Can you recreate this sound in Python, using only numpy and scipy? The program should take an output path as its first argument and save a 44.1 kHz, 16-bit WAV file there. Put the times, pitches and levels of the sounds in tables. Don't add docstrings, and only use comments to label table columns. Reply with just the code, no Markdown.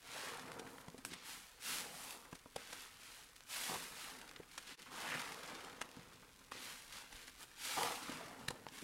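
import sys
import numpy as np
from scipy import signal
from scipy.fft import rfft, irfft, next_fast_len
from scipy.io import wavfile

SR = 44100
rng = np.random.default_rng(int(sys.argv[2]) if len(sys.argv) > 2 else 0)


def materialize(psi):
    bounded = np.clip(np.atleast_2d(psi).T, -1, 1)
    quanta = np.round(bounded * 32767).astype(np.int16)
    wavfile.write(sys.argv[1], SR, quanta)


N = 389623
TOP_HZ = 15850

# start in seconds, rise in seconds, hold in seconds,
# fade by 20 dB in seconds, fizz level in dB, fizz brightness in dB, squelch level in dB,
# squelch pitch in Hz (before it sinks), slosh level in dB.
SQUEEZE_ROWS = [(-.04, .26, .04, .3, -51.5, -2, -50.5, 1750, -61),
                (.34, .14, 0.092, .36, -70, 5, -56.5, 1350, -56.5),
                (1.58, .125, .045, .24, -45.5, 3.7, -51.5, 2050, -61.5),
                (1.85, .16, 0.0918, .22, -55.5, 6.5, -58.5, 1200, -69),
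                (3.45, .1, .16, .43, -48, 3.2, -53.5, 2000, -64),
                (3.871, .14, 0.071, .27, -55, 0.5, -58.5, 2000, -67),
                (4.87, .12, 0.223, 0.6073, -53.3, -1, -52, 1750, -60.5),
                (5.375, .13, .05, .45, -59.5, -7.5, -56.5, 1550, -60.5),
                (5.87, .09, .01, 0.4065, -67, -12, -68, 2000, -64),
                (7.54, .15, .16, .35, -46, 1, -53, 1850, -65.5),
                (7.95, .13, .07, .4, -57, -2.5, -52.7, 1600, -55.5),
                (8.28, .1, .14, .4, -69, 2, -65, 1350, -61)]
# start in seconds, rise in seconds,
# hold in seconds, fade by 20 dB in seconds, fizz level in dB, fizz brightness in dB, slosh level in dB.
RELEASE_ROWS = [(.65, .03, .11, .12, -67.5, 8, -75), (1.046, .007, .012, 0.1349, -59, 9.5, -59),
                (1.072, .05, 0.022, 0.3945, -60, -12.5, -66), (1.19, .11, .02, .28, -53.5, 3.5, -75),
                (2.561, .025, 0.087, 0.53, -60, -2, -73), (2.64, .09, .1, .2, -58, 2, -73),
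                (2.92, .14, .11, 0.2558, -60, 1.5, -80.5), (4.44, .14, 0.029, 1.03, -63, 0, -72),
                (4.627, .08, .02, .25, -56.5, -6.5, -64), (6.508, .018, 0.0434, 0.23, -56.5, -6.5, -60.5),
                (6.54, .11, .05, 0.37, -54, 1.5, -70), (6.86, .1, .03, .18, -55.5, -2.5, -69),
                (7.08, .06, .08, .35, -60.5, -0.5, -69), (7.36, .06, .02, .04, -58.5, 5, -66),
                (7.45, .05, .08, .1, -67, -3, -76), (8.68, .08, 0.091, 1.93, -58.5, 1.5, -68.5)]
# start in seconds, rise in seconds, hold in seconds,
# fade by 20 dB in seconds, level in dB, bubble pitch in Hz, level in dB of the slosh it stirs up.
GURGLE_ROWS = [(1.76, .1, .08, .12, -59, 780, -63), (3.655, .07, .03, .04, -44, 900, -50),
               (4.18, .1, .1, .2, -65, 1700, -69), (4.88, .06, .14, 0.03, -53.5, 1100, -63.5),
               (4.99, .14, .025, .15, -42.5, 1900, -59), (7.758, .018, 0.0974, .15, -40, 900, -54)]
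# time in seconds, crack level in dB, body level in dB, body pitch in Hz,
# build-up of the tearing before the burst in seconds, decay of the spray after it in seconds.
SNAP_ROWS = [(.373, -37, -54.5, 2500, .0002, 0.00049), (.518, -40, -36.5, 1300, 0.00029, 0.0022),
             (0.5962, -40.5, -43.5, 378, .0027, 0.0052), (.783, -65.5, -43, 1520, 0.00095, 0.00293),
             (0.884, -46, -41, 800, 0.002, 0.0021), (.945, -62, -45.5, 645, .0003, 0.00093),
             (.98, -46.5, -47.5, 900, 0.00052, 0.0083), (1.0503, -28, -48, 400, 0.00019, 0.00142),
             (1.119, -43.5, -43.5, 298, .0005, 0.00216), (1.136, -42.5, -41, 2410, .005, 0.0063),
             (2.33, -46, -38.5, 890, 0.0032, .0033), (2.355, -44, -53.5, 400, .005, .004),
             (2.4585, -60.5, -43, 670, 0.00032, 0.00287), (2.563, -32, -30, 660, 0.0019, 0.00284),
             (2.731, -36.5, -36, 1430, 0.00245, 0.00376), (3.407, -42.5, -61.5, 3000, .0002, .0004),
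             (3.437, -44.5, -60, 3000, 0.00021, 0.00043), (4.2145, -43.5, -39, 2000, 0.00032, 0.00297),
             (4.293, -46, -46.5, 2600, 0.0019, 0.0019), (4.313, -61.5, -41, 2000, 0.00039, 0.00193),
             (4.3625, -68.5, -40.5, 2390, 0.00197, 0.0043), (4.4331, -59, -42.5, 1600, 0.00032, 0.00104),
             (4.5791, -33.5, -37, 1540, 0.00118, 0.0056), (4.797, -45, -50, 1500, .0003, 0.00097),
             (5.648, -40.5, -50.5, 350, 0.00103, 0.00187), (5.8112, -44, -36, 1900, .0005, .002),
             (5.8155, -33, -25, 1600, .0004, .0026), (5.823, -39.5, -37, 1850, 0.0022, 0.0024),
             (6.5201, -44, -36, 1300, 0.00278, 0.0027), (7.128, -43.5, -49, 1500, 0.0034, 0.0031),
             (7.281, -42, -64, 1500, .003, 0.00216), (7.8328, -24, -44.5, 800, 0.00107, 0.00098),
             (8.4851, -28.5, -27.5, 3300, 0.00188, 0.00245), (8.5071, -36, -33, 740, 0.00194, 0.00327),
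             (8.667, -50, -32, 1045, 0.00022, 0.00123), (8.687, -51.5, -41, 2830, 0.0025, 0.0023)]
# time in seconds, level in dB, starting pitch in Hz.
PLOP_ROWS = [(0.651, -49.5, 150), (.882, -43, 151), (0.945, -42, 385), (.987, -46, 250),
             (2.328, -42, 169.8), (2.4591, -46.5, 297), (2.56, -42.5, 149), (4.397, -44.5, 168.4),
             (4.401, -42.5, 414), (5.732, -46, 302), (5.814, -38.5, 520), (5.97, -43.5, 210),
             (5.991, -47, 170), (8.094, -40.5, 280), (8.484, -37.5, 149.6), (8.506, -40, 335),
             (8.825, -42.5, 260)]
# start in seconds, rumble level in dB.
BUMP_ROWS = [(6.9, -70), (7.115, -59.5), (7.23, -68), (7.3, -68)]
# rise in seconds, hold in seconds, fade by 20 dB in seconds.
BUMP_TIMES = (.012, .02, .08)
# frequency in Hz, relative level in dB per Hz.
FIZZ_COLOUR = [(300, -19.5), (900, -4), (1800, 0.5), (2800, 1.5), (4200, 0), (6500, -3.5), (10000, -4.5),
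               (12500, -9.5), (15500, -19)]
CRACK_COLOUR = [(150, -21), (700, -1.5), (2000, 2.5), (3400, 1.5), (5500, -1.5), (10000, -3.5),
                (15500, -24)]
RUMBLE_COLOUR = [(10, -11), (28, 5.5), (50, 0), (90, -10.5), (160, -25), (400, -52), (2000, -85.5)]
AIR_COLOUR = [(30, -12), (120, 5.5), (250, -9), (500, -5), (2000, -16.5), (8000, -8.5), (15500, -12.5)]
# frequency in Hz, width in Hz, boost or cut in dB.
BASIN_TONES = [(147.9, 9.4, -2), (199.8, 27.3, -1.5), (260, 17.8, 6.5), (478, 58.4, 5.5), (641, 242, -2.5),
               (860, 130, 1)]
# frequency in Hz, time to fade by 60 dB in seconds.
WALL_DECAY = [(200, 0.0406), (2000, 0.0404), (14000, 0.025)]
# frequency in Hz, time to fade by 60 dB in seconds.
ROOM_DECAY = [(150, 0.26), (1000, 0.091), (4000, 0.337), (14000, 0.13)]

SQUELCH_LAG_S, SQUELCH_LINGERS = 0.029, 1.45
SLOSH_LAG_S, SLOSH_LINGERS = 0.0524, 1.82
SAG_SHARE, SAG_S = 0.2944, 0.463
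REFILL_SQUELCH_DB, REFILL_HZ = -3.5, 1807
REST_FIZZ_DB, REST_SQUELCH_DB, REST_HZ, REST_SLOSH_DB = -70.5, -68.5, 1750, -73.5
RUMBLE_DB = -76
DIP_S, DIP_WIDTH_S, DIP_DB = 4.765, 0.0133, -26


def amp(db):
    return 10 ** (np.asarray(db) / 20)


def power(db):
    return amp(db) ** 2


def level(p):
    return 10 * np.log10(p)


def unit(x):
    return x / np.sqrt(np.mean(x ** 2) + 1e-20)


def along(points, hz):
    f, v = np.transpose(points)
    return np.interp(np.log(hz + 1), np.log(f + 1), v)


def highpass(x, order, cut_hz):
    return signal.sosfilt(signal.butter(order, cut_hz, "high", fs=SR, output="sos"), x)


def coloured(x, spectrum, size=2048):
    cepstrum = irfft(np.log(amp(along(spectrum, np.fft.rfftfreq(size, 1 / SR)))))
    cepstrum[1:size // 2] *= 2
    cepstrum[size // 2 + 1:] = 0
    response = irfft(np.exp(rfft(cepstrum)))
    return signal.fftconvolve(x, response / np.linalg.norm(response))[:len(x)]


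def add(track, s, sound):
    start = int(np.clip(round(s * SR), 0, N))
    track[start:start + len(sound)] += sound[:N - start]


def stroke(start, rise, hold, fade, ease=.95, size=16):
    age = np.arange(0, N, size) / SR - start
    swell = (.5 - .5 * np.cos(np.pi * np.clip(age / rise, 0, 1))) ** ease
    dying = amp(-20 * np.maximum(age - rise - hold, 0) / fade)
    return np.repeat((swell * dying) ** 2, size)[:N]


def avalanches(rate, life, depth):
    starts = (rng.random(N) < rate / SR) * np.minimum(rng.exponential(size=N), 3.5) ** 2
    activity = signal.lfilter([1], [1, -np.exp(-1 / (life * SR))], starts)
    return unit(np.sqrt(1 + depth * activity))


def ticks(rate, scatter_db):
    chance = np.clip(rate / SR, 1e-4, 1)
    sizes = amp(scatter_db * np.clip(rng.standard_normal(N), -3, 2.3)) * rng.choice([-1, 1], N)
    return unit((rng.random(N) < chance) * sizes / np.sqrt(chance))


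def bubbles(rate, pitch_hz, spread, cycles, scatter_db, glide, size=400):
    at = np.flatnonzero(rng.random(N) < rate / SR)
    tune, strength, sign = rng.standard_normal((len(at), 3)).T[:, :, None]
    hz = np.minimum(np.broadcast_to(pitch_hz, N)[at, None] * np.exp(spread * tune), TOP_HZ)
    turns = hz * np.arange(size) / SR
    age = np.minimum(turns / cycles, 1)
    loudness = amp(scatter_db * np.clip(strength, -2, 2) - 60 * age)
    rings = np.sign(sign) * loudness * np.sin(2 * np.pi * turns * (1 + glide * age))
    places = at[:, None] + np.arange(size)
    return unit(np.bincount(places.ravel(), (rings * (age < 1)).ravel(), N + size)[:N])


def kneading():
    air, wet, thick = (np.full(N, power(db)) for db in (REST_FIZZ_DB, REST_SQUELCH_DB, REST_SLOSH_DB))
    collapse = avalanches(rate=14, life=.012, depth=2.5) ** 2
    wet, thick = wet * collapse, thick * collapse
    shine, pitch = np.zeros(N), REST_HZ * wet
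    for s, rise, hold, fade, fizz_db, bright_db, squelch_db, hz, slosh_db in SQUEEZE_ROWS:
        flow = power(fizz_db) * stroke(s, rise, hold, fade)
        pressed = power(squelch_db) * stroke(s, rise + SQUELCH_LAG_S, hold, fade * SQUELCH_LINGERS)
        emptied = np.clip((np.arange(N) / SR - s) / SAG_S, 0, 1)
        air += flow
        shine += bright_db * flow
        wet += pressed
        pitch += hz * (1 - SAG_SHARE * emptied) * pressed
        thick += power(slosh_db) * stroke(s, rise + SLOSH_LAG_S, hold, fade * SLOSH_LINGERS)
    for *shape, fizz_db, bright_db, slosh_db in RELEASE_ROWS:
        swell = stroke(*shape)
        flow = power(fizz_db) * swell
        drawn = power(fizz_db + REFILL_SQUELCH_DB) * swell
        air += flow
        shine += bright_db * flow
        wet += drawn
        pitch += REFILL_HZ * drawn
        thick += power(slosh_db) * swell
    for *shape, _, _, slosh_db in GURGLE_ROWS:
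        thick += power(slosh_db) * stroke(*shape)
    return level(air), shine / air, level(wet), pitch / wet, level(thick)


def fizz(level_db, bright_db, rate=5000, crowding=1.0, hiss_db=-5, ping_db=-8, gain_db=1.8144,
         split_hz=7500, big_db=-70):
    films = ticks(rate * amp(crowding * (level_db + 61)), scatter_db=5.5)
    foam = unit(coloured(films + amp(hiss_db) * rng.standard_normal(N), FIZZ_COLOUR))
    pings = bubbles(rate=1300, pitch_hz=4191, spread=0.5261, cycles=22.5, scatter_db=4.0, glide=0.028, size=700)
    foam = unit(foam + amp(ping_db) * pings)
    exposed = 1 / (1 + amp(level_db + 59.0))
    foam = foam * (1 - exposed + exposed * avalanches(rate=54, life=0.0032, depth=1.92))
    coarse = signal.sosfiltfilt(signal.butter(2, split_hz, fs=SR, output="sos"), foam)
    foam = coarse * amp(-.2 * bright_db) + (foam - coarse) * amp(0.8 * bright_db)
    finest_colour = [(3000, -37.5), (8000, -9), (12500, -0.5), (15500, -3.5)]
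    finest = unit(coloured(ticks(rate=6000, scatter_db=1.5), finest_colour))
    foam = foam + amp(-21 + np.clip(bright_db, -10, 3) + 0.28 * (level_db + 49.5)) * finest
    big_colour = [(300, -12), (1500, -1.5), (4000, 3.5), (11000, -4.0), (15500, -18)]
    big = unit(coloured(ticks(rate=68, scatter_db=6.5), big_colour))
    return amp(level_db + gain_db) * foam + amp(big_db + 0.63 * (level_db + 60.5)) * big


def squelch(level_db, pitch_hz, gain_db=-0.5):
    pops = bubbles(rate=2800, pitch_hz=pitch_hz, spread=0.3998, cycles=8.83, scatter_db=4.0, glide=0.164, size=600)
    return amp(level_db + gain_db) * avalanches(rate=99, life=0.003, depth=0.35) * pops


def slosh(level_db, gain_db=-2, low_cut_hz=95):
    blobs = bubbles(rate=600, pitch_hz=343.6, spread=0.512, cycles=7.9, scatter_db=3.0, glide=0.069, size=2200)
    return amp(level_db + gain_db) * highpass(blobs, 2, low_cut_hz)


def background(air_db=-72):
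    bumps = sum(power(db) * stroke(s, *BUMP_TIMES) for s, db in BUMP_ROWS)
    handling = np.sqrt(power(RUMBLE_DB) + bumps)
    rumble = handling * coloured(rng.standard_normal(N), RUMBLE_COLOUR, size=8192)
    return rumble + amp(air_db) * coloured(rng.standard_normal(N), AIR_COLOUR)


def snaps(ring_cycles=4, click_db=4, spray_db=-7, tear_db=-8):
    out = np.zeros(N)
    t = np.arange(-SR // 50, SR // 20) / SR
    after = np.maximum(t, 0)
    for s, crack_db, body_db, hz, rise, fall in SNAP_ROWS:
        tearing = np.exp(-np.abs(t) / np.where(t < 0, rise, fall))
        spray, flutter = rng.standard_normal((2, len(t)))
        crack = coloured(amp(click_db) * (t == 0) + amp(spray_db) * tearing * spray, CRACK_COLOUR)
        cavity = [(hz / 8, -14), (hz / 2, -4), (hz, 0), (hz * 2, -8), (hz * 8, -36)]
        body = amp(tear_db) * coloured(tearing * flutter, cavity)
        body += amp(-60 * after * hz / ring_cycles) * np.sin(2 * np.pi * hz * after)
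        add(out, s + t[0], amp(crack_db) * crack + amp(body_db) * body)
    return out


def plops(cycles=7, glide=0.076, splat_db=-16, splat_t60=0.056):
    out = np.zeros(N)
    t = np.arange(SR // 8) / SR
    splat_colour = [(100, -12.5), (700, 0), (2500, -21.5), (9000, -40.5)]
    for s, db, hz in PLOP_ROWS:
        age = t * hz / cycles
        pocket = amp(-60 * age) * np.sin(2 * np.pi * hz * t * (1 + glide * age))
        noise = amp(splat_db - 60 * t / splat_t60) * rng.standard_normal(len(t))
        add(out, s, amp(db) * (pocket + coloured(noise, splat_colour)))
    return out


def gurgles(gain_db=-1, spread_per_hz=.00019):
    out = np.zeros(N)
    for *shape, level_db, pitch_hz, _ in GURGLE_ROWS:
        run = bubbles(rate=600, pitch_hz=pitch_hz, spread=spread_per_hz * pitch_hz, cycles=15.2,
                      scatter_db=2.0, glide=0.12, size=800)
        out += amp(level_db + gain_db) * np.sqrt(stroke(*shape)) * run
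    return out


def basin(x):
    for hz, width, db in BASIN_TONES:
        x = x + (amp(db) - 1) * signal.lfilter(*signal.iirpeak(hz, hz / width, SR), x)
    return x


def echoes(x, decay, gap, size=8192):
    starts = np.arange(0, N - size, size // 2)
    hz, t, z = signal.stft(rng.standard_normal((len(starts), size)), SR, nperseg=256)
    tails = signal.istft(z * amp(-60 * t / along(decay, hz)[:, None]), SR, nperseg=256)[1]
    tails = tails / np.linalg.norm(tails, axis=1, keepdims=True)
    pieces = x[starts[:, None] + np.arange(size)] * signal.windows.cosine(size)
    answers = signal.fftconvolve(pieces, tails, axes=1)
    out = np.zeros(N)
    for start, answer in zip(starts, answers):
        add(out, start / SR + gap, answer)
    return out


def scene(walls_db=-13.0, room_db=-19, small_cut_hz=380):
    fizz_db, bright_db, squelch_db, pitch_hz, slosh_db = kneading()
    foam = fizz(fizz_db, bright_db) + squelch(squelch_db, pitch_hz) + gurgles()
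    foam = highpass(foam, 1, small_cut_hz)
    bursts = highpass(snaps() + plops(), 1, 60)
    close = basin(foam + slosh(slosh_db) + bursts)
    walls = amp(walls_db) * echoes(close, WALL_DECAY, gap=.0007)
    room = amp(room_db) * echoes(close, ROOM_DECAY, gap=.005)
    mono = close + walls + room + background()
    return np.array([mono, mono])


def record(dry):
    distance = (np.arange(N) / SR - DIP_S) / DIP_WIDTH_S
    dip = amp(DIP_DB / (1 + distance ** 2) ** 1.35)
    size = next_fast_len(N + 8192)
    passed = np.fft.rfftfreq(size, 1 / SR) < TOP_HZ
    return irfft(rfft(dry * dip, size) * passed, size)[:, :N]


dry = scene()
out = record(dry)
materialize(out)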